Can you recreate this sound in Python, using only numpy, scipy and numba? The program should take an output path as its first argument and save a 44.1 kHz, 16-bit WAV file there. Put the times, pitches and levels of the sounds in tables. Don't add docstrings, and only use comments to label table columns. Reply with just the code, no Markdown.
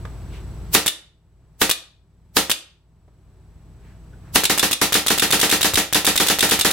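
import sys
import numpy as np
from scipy import signal
from scipy.fft import rfft, irfft
from scipy.io import wavfile
from numba import njit

SR = 44100
rng = np.random.default_rng(int(sys.argv[2]) if len(sys.argv) > 2 else 0)


def to_wav(sig):
    pcm = np.clip(np.atleast_2d(sig), -1, 1) * 32767
    pcm = np.round(pcm).astype(np.int16)
    wavfile.write(sys.argv[1], SR, pcm.T)


N = 296352
T = np.arange(SR * 6 // 10) / SR

# frequency in Hz, relative spectral density in dB.
RUMBLE_SPECTRUM = [(20, -13.5), (35, -11), (55, -8.5), (75, -3.5), (110, -15.5), (170, -10.5), (250, -23),
                   (300, -22.5), (380, -21.5), (500, -30), (900, -31.5), (2000, -41.5), (5000, -47),
                   (15000, -54.5)]
VENT_SPECTRUM = [(100, -17.5), (200, -5.5), (500, -0.5), (1000, -2.5), (1800, -0.5), (2600, 2.5), (3600, 4),
                 (5000, 1), (8000, -1.5), (12000, -1.5), (16000, -10)]
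VALVE_SPECTRUM = [(150, 3.5), (600, -7.5), (2000, -6), (3500, -1.5), (6000, -0.5), (10000, 0.5), (16000, 3)]
CLACK_SPECTRUM = [(150, -10.5), (800, -11), (1600, -6.5), (2400, -2), (3000, 0.5), (3650, 5.5),
                  (4400, -1.5), (6000, -4), (8500, -1), (12000, -4), (16000, -13.5)]
TAIL_SPECTRUM = [(100, -9), (300, 4.5), (600, -2), (1200, 0), (3500, 0), (8000, 1.5), (16000, 0.5)]
# frequency in Hz, level in dB.
HUM_TONES = [(56, -62), (93, -68), (120, -68.5), (156, -73), (651, -90), (4086, -103), (7854, -93.5),
             (7881, -94)]
# start in seconds, level in dB, corner in Hz, T60 in seconds.
KNOCKS = [(0.051, -49.5, 1300, 0.03), (.308, -55, 90, 0.046), (3.079, -56, 700, 0.045),
          (5.734, -15.5, 74, 0.084)]
# centre and half-length in seconds, level in dB, spectral peak in Hz.
RUBS = [(0.357, 0.047, -74.5, 2900), (3.878, 0.065, -75.5, 1900), (4.28, 0.054, -76.5, 1600)]
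# time of the pop in seconds, strength in dB.
PULLS = [(0.7538, -1), (1.6205, -5.5), (2.372, -2), (4.3627, -2), (4.5007, -1), (4.6315, -.5), (4.8185, 0),
         (4.9543, 0), (5.1066, 0), (5.225, -1), (5.3329, 0.5), (5.4317, 0), (5.5271, .5), (5.648, 0),
         (5.7765, 0), (5.9556, -1), (6.0762, 0.5), (6.2035, 1), (6.302, -0.5), (6.43, 1.5), (6.5205, -0.5),
         (6.6518, 2)]
# frequency in Hz, level in dB, T60 in seconds.
BOOM_MODES = [(65.4, -15, 0.51), (94, -12.5, .25), (164.7, -6, 0.23), (195.6, 1.5, 0.13),
              (220.4, -0.5, 0.14), (300.6, 1, 0.22), (352.8, -5, 0.21), (377, -7, 0.09), (441, -2, 0.2),
              (469, -1, 0.12), (535, -11.5, 0.37), (655, -5.5, 0.11), (737, -3.5, 0.18), (787, -8.5, 0.28),
              (836, -5, 0.2), (929, -5.5, .2), (1080, -15.5, .15), (1350, -6.5, 0.26), (1430, -6.5, 0.12),
              (1580, -7.5, 0.093), (1726, -6, 0.12), (1818, -4.5, 0.21), (1897, -6.5, 0.29),
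              (1955, -5.5, 0.2), (2118, -11.5, 0.12), (2497, -12, 0.12), (2560, -11, 0.22),
              (2720, -8, 0.26)]
# time of the valve tick in seconds, strength in dB.
RELEASES = [(0.8616, -0.5), (1.6945, -1), (2.497, -1), (4.4357, 0.5), (4.577, 0), (4.7117, -1),
            (4.9233, .5), (5.064, -1), (5.178, -1), (5.3057, -0.5), (5.3945, 0.5), (5.494, -0.5),
            (5.61, -0.5), (5.7365, -1), (5.9269, -1), (6.0468, 0), (6.157, .5), (6.265, 0), (6.387, 0),
            (6.491, -1), (6.591, 1), (6.7062, 1)]
# frequency in Hz, level in dB, T60 in seconds.
BLOCK_MODES = [(2470, -6.5, .08), (2678, -4.5, .1), (2820, 4, 0.11), (3330, -1, .11), (3480, 0.5, 0.11),
               (3550, 4, 0.12), (3710, 0.5, .1), (3740, 0, .1), (4100, -6, .12), (5320, -5.5, .12)]
# delay in seconds, level in dB.
REFLECTIONS = [(.008, -18.5), (0.0131, -16), (.021, -15.5)]
# frequency in Hz, T60 in seconds.
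ROOM_T60 = [(150, 0.22), (600, 0.38), (1500, 0.34), (3600, 0.34), (8000, 0.25), (15000, 0.15)]
# frequency in Hz, side level relative to mid in dB.
STEREO_WIDTH = [(30, -9.5), (60, -18), (200, -22.5), (500, -11.5), (1000, -7.5), (2000, -7), (4000, -2.5),
                (12000, 0)]
# bass roll-off in Hz, gain in dB.
CAPSULES = [(12, -2.13), (42, -1.6)]

PULSE_CENTRE_S = .002


def undb(db):
    return 10 ** (np.asarray(db) / 20)


def along(points, f):
    hz, value = np.transpose(points)
    return np.interp(np.log(np.maximum(f, 1)), np.log(hz), value)


def fade(t60):
    return np.exp(-np.log(1000) * T / t60)


def add(out, s, sound):
    i = int(np.clip(round(s * SR), 0, N))
    out[:, i:i + sound.shape[-1]] += sound[..., :N - i]


def noise(spectrum, size=len(T)):
    f = np.arange(size // 2 + 1) * SR / size
    mid, side = rfft(rng.standard_normal((2, size)))
    width = undb(along(STEREO_WIDTH, f))
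    channels = np.array([mid + width * side, mid - width * side]) / np.hypot(1, width)
    x = irfft(channels * undb(along(spectrum, f)), size)
    return x / x.std()


def ring(hz, t60):
    lag = np.arctan(undb(along(STEREO_WIDTH, hz))) * rng.choice([-1, 1]) * np.array([[1], [-1]])
    return np.sin(2 * np.pi * hz * T + rng.uniform(0, 2 * np.pi) + lag) * fade(t60)


def burst(spectrum, rise, hold, t60):
    decay = np.exp(-np.log(1000) * np.maximum(T - hold, 0) / t60)
    return noise(spectrum) * (1 - np.exp(-T / rise)) * decay


def pulse(width_s, hz):
    t = T - PULSE_CENTRE_S
    return -np.exp(-(t / width_s) ** 2) * np.cos(2 * np.pi * hz * t)


def machinery():
    t = np.arange(N) / SR
    out = undb(-63) * noise(RUMBLE_SPECTRUM, size=N)
    knots = np.arange(0, t[-1] + 1, 1 / 8)
    for hz, db in HUM_TONES:
        waver = np.interp(t, knots, rng.standard_normal(len(knots)))
        out += undb(db) * np.sqrt(2) * np.sin(2 * np.pi * hz * t + .5 * waver)
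    return out


def knocks():
    out = np.zeros((2, N))
    for s, db, corner_hz, t60 in KNOCKS:
        thud = noise([(corner_hz, 0), (corner_hz * 20, -45), (SR, -90)])
        add(out, s, undb(db) * thud * fade(t60) * (1 - np.exp(-T / .0019)))
    return out


def rubs():
    out = np.zeros((2, N))
    for s, half_s, db, hz in RUBS:
        swell = np.exp(-((T - T.mean()) / half_s) ** 2)
        friction = noise([(hz / 4, -6), (hz, 0), (hz * 2, -13), (hz * 6, -24)])
        add(out, s - T.mean(), undb(db) * swell * friction)
    return out


def shots():
    out = np.zeros((2, N))
    hammer_lead_s, vent_lead_s = .0042, .0048
    hammer = undb(-9) * pulse(.000091, hz=1100)
    pop = undb(-1) * pulse(.00055, hz=1350) + undb(-10) * pulse(.0005, hz=0)
    last_s = -1
    for s, db in PULLS:
        charge = 1 - np.exp(-((s - last_s) / .4) ** 2)
        last_s = s
        faint_hiss = (noise(VALVE_SPECTRUM) * fade(.04))[:, ::-1]
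        vent = burst(VENT_SPECTRUM, rise=.00066, hold=.016, t60=.18)
        add(out, s - vent_lead_s - T[-1], undb(-25.5) * charge * faint_hiss)
        add(out, s - vent_lead_s, undb(db - 9.5) * vent)
        add(out, s - hammer_lead_s - PULSE_CENTRE_S, (charge + .1) * hammer)
        add(out, s - PULSE_CENTRE_S, undb(db) * pop)
    return out


def boom():
    out = np.zeros((2, N))
    modes = sum(undb(db) * ring(hz, t60) for hz, db, t60 in BOOM_MODES)
    onset = 1 - np.exp(-T / .00022)
    for s, db in PULLS:
        add(out, s, undb(db - 18.5) * modes * onset)
    return out


def block_travel(s):
    rested_s, slowing_s_per_shot, recovery_s = .016, .00045, 1.0
    air_spent = sum(np.exp((fired - s) / recovery_s) for fired, _ in PULLS if fired < s)
    return rested_s + slowing_s_per_shot * air_spent


def releases():
    out = np.zeros((2, N))
    tick = pulse(.000084, hz=0)
    for s, db in RELEASES:
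        spit = burst(VALVE_SPECTRUM, rise=.0002, hold=.0021, t60=.04)
        jerk = burst(CLACK_SPECTRUM, rise=.00046, hold=.00079, t60=.027)
        slam = burst(CLACK_SPECTRUM, rise=.00045, hold=.003, t60=.037)
        add(out, s - PULSE_CENTRE_S, undb(db - 2.5) * tick)
        add(out, s, undb(db - 12.5) * spit)
        add(out, s + .0053, undb(db - 8.5) * jerk)
        add(out, s + block_travel(s), undb(db - 5.5) * slam)
    return out


def clink():
    out = np.zeros((2, N))
    scatter_db, detune = 2, 1 / 30
    for s, strength_db in RELEASES:
        metal = 0
        for hz, db, t60 in BLOCK_MODES:
            amplitude = undb(db + scatter_db * rng.standard_normal())
            metal += amplitude * ring(hz * rng.uniform(1 - detune, 1 + detune), t60)
        add(out, s + block_travel(s), undb(strength_db - 26) * metal)
    return out


def squeak(centre_s=4.14, hz=1400):
    out = np.zeros((2, N))
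    band = noise([(hz * .92, -60), (hz, 0), (hz * 2.2, -60)])
    swell = np.exp(-((T - T.mean()) / .009) ** 2)
    add(out, centre_s - T.mean(), undb(-72) * swell * band)
    return out


def room(x):
    tail_spectrum = rfft(noise(TAIL_SPECTRUM))
    f = np.arange(len(T) // 2 + 1) * SR / len(T)
    centres = [hz for hz, _ in ROOM_T60]
    response = 0
    for share, (_, t60) in zip(np.eye(len(centres)), ROOM_T60):
        band = along(list(zip(centres, share)), f)
        response += irfft(tail_spectrum * band, len(T)) * fade(t60)
    response *= np.clip((T - .004) / .0037, 0, 1)
    response /= np.sqrt(np.sum(response ** 2) / 2)
    out = undb(-12) * signal.fftconvolve(x, response, axes=1)[:, :N]
    dull = signal.sosfilt(signal.butter(1, 2500, fs=SR, output="sos"), x)
    for delay, db in REFLECTIONS:
        add(out, delay, undb(db) * dull)
    return out


def scene():
    marker = shots() + releases() + knocks() + squeak() + rubs()
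    return marker + room(marker) + boom() + clink() + machinery()


@njit
def gain_control(over_db, max_db, attack_s, release_s):
    out, gain = np.empty(len(over_db)), max_db
    for i in range(len(over_db)):
        if gain > -over_db[i]:
            gain += (-over_db[i] - gain) / (attack_s * SR)
        else:
            gain += (max_db - gain) / (release_s * SR)
        out[i] = gain
    return out


def record(dry):
    overload, ceiling_db, cutoff_hz = .59, -8, 15900
    x = np.array([undb(db) * signal.sosfilt(signal.butter(1, hz, "high", fs=SR, output="sos"), channel)
                  for channel, (hz, db) in zip(dry, CAPSULES)])
    x = overload * np.tanh(x / overload)
    peak_db = 20 * np.log10(np.abs(x).max(axis=0) + 1e-9)
    x *= undb(gain_control(peak_db - ceiling_db, max_db=28.0, attack_s=.001, release_s=1.29))
    return signal.sosfilt(signal.ellip(8, .2, 70, cutoff_hz, fs=SR, output="sos"), np.clip(x, -1, 1))


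dry = scene()
out = record(dry)
to_wav(out)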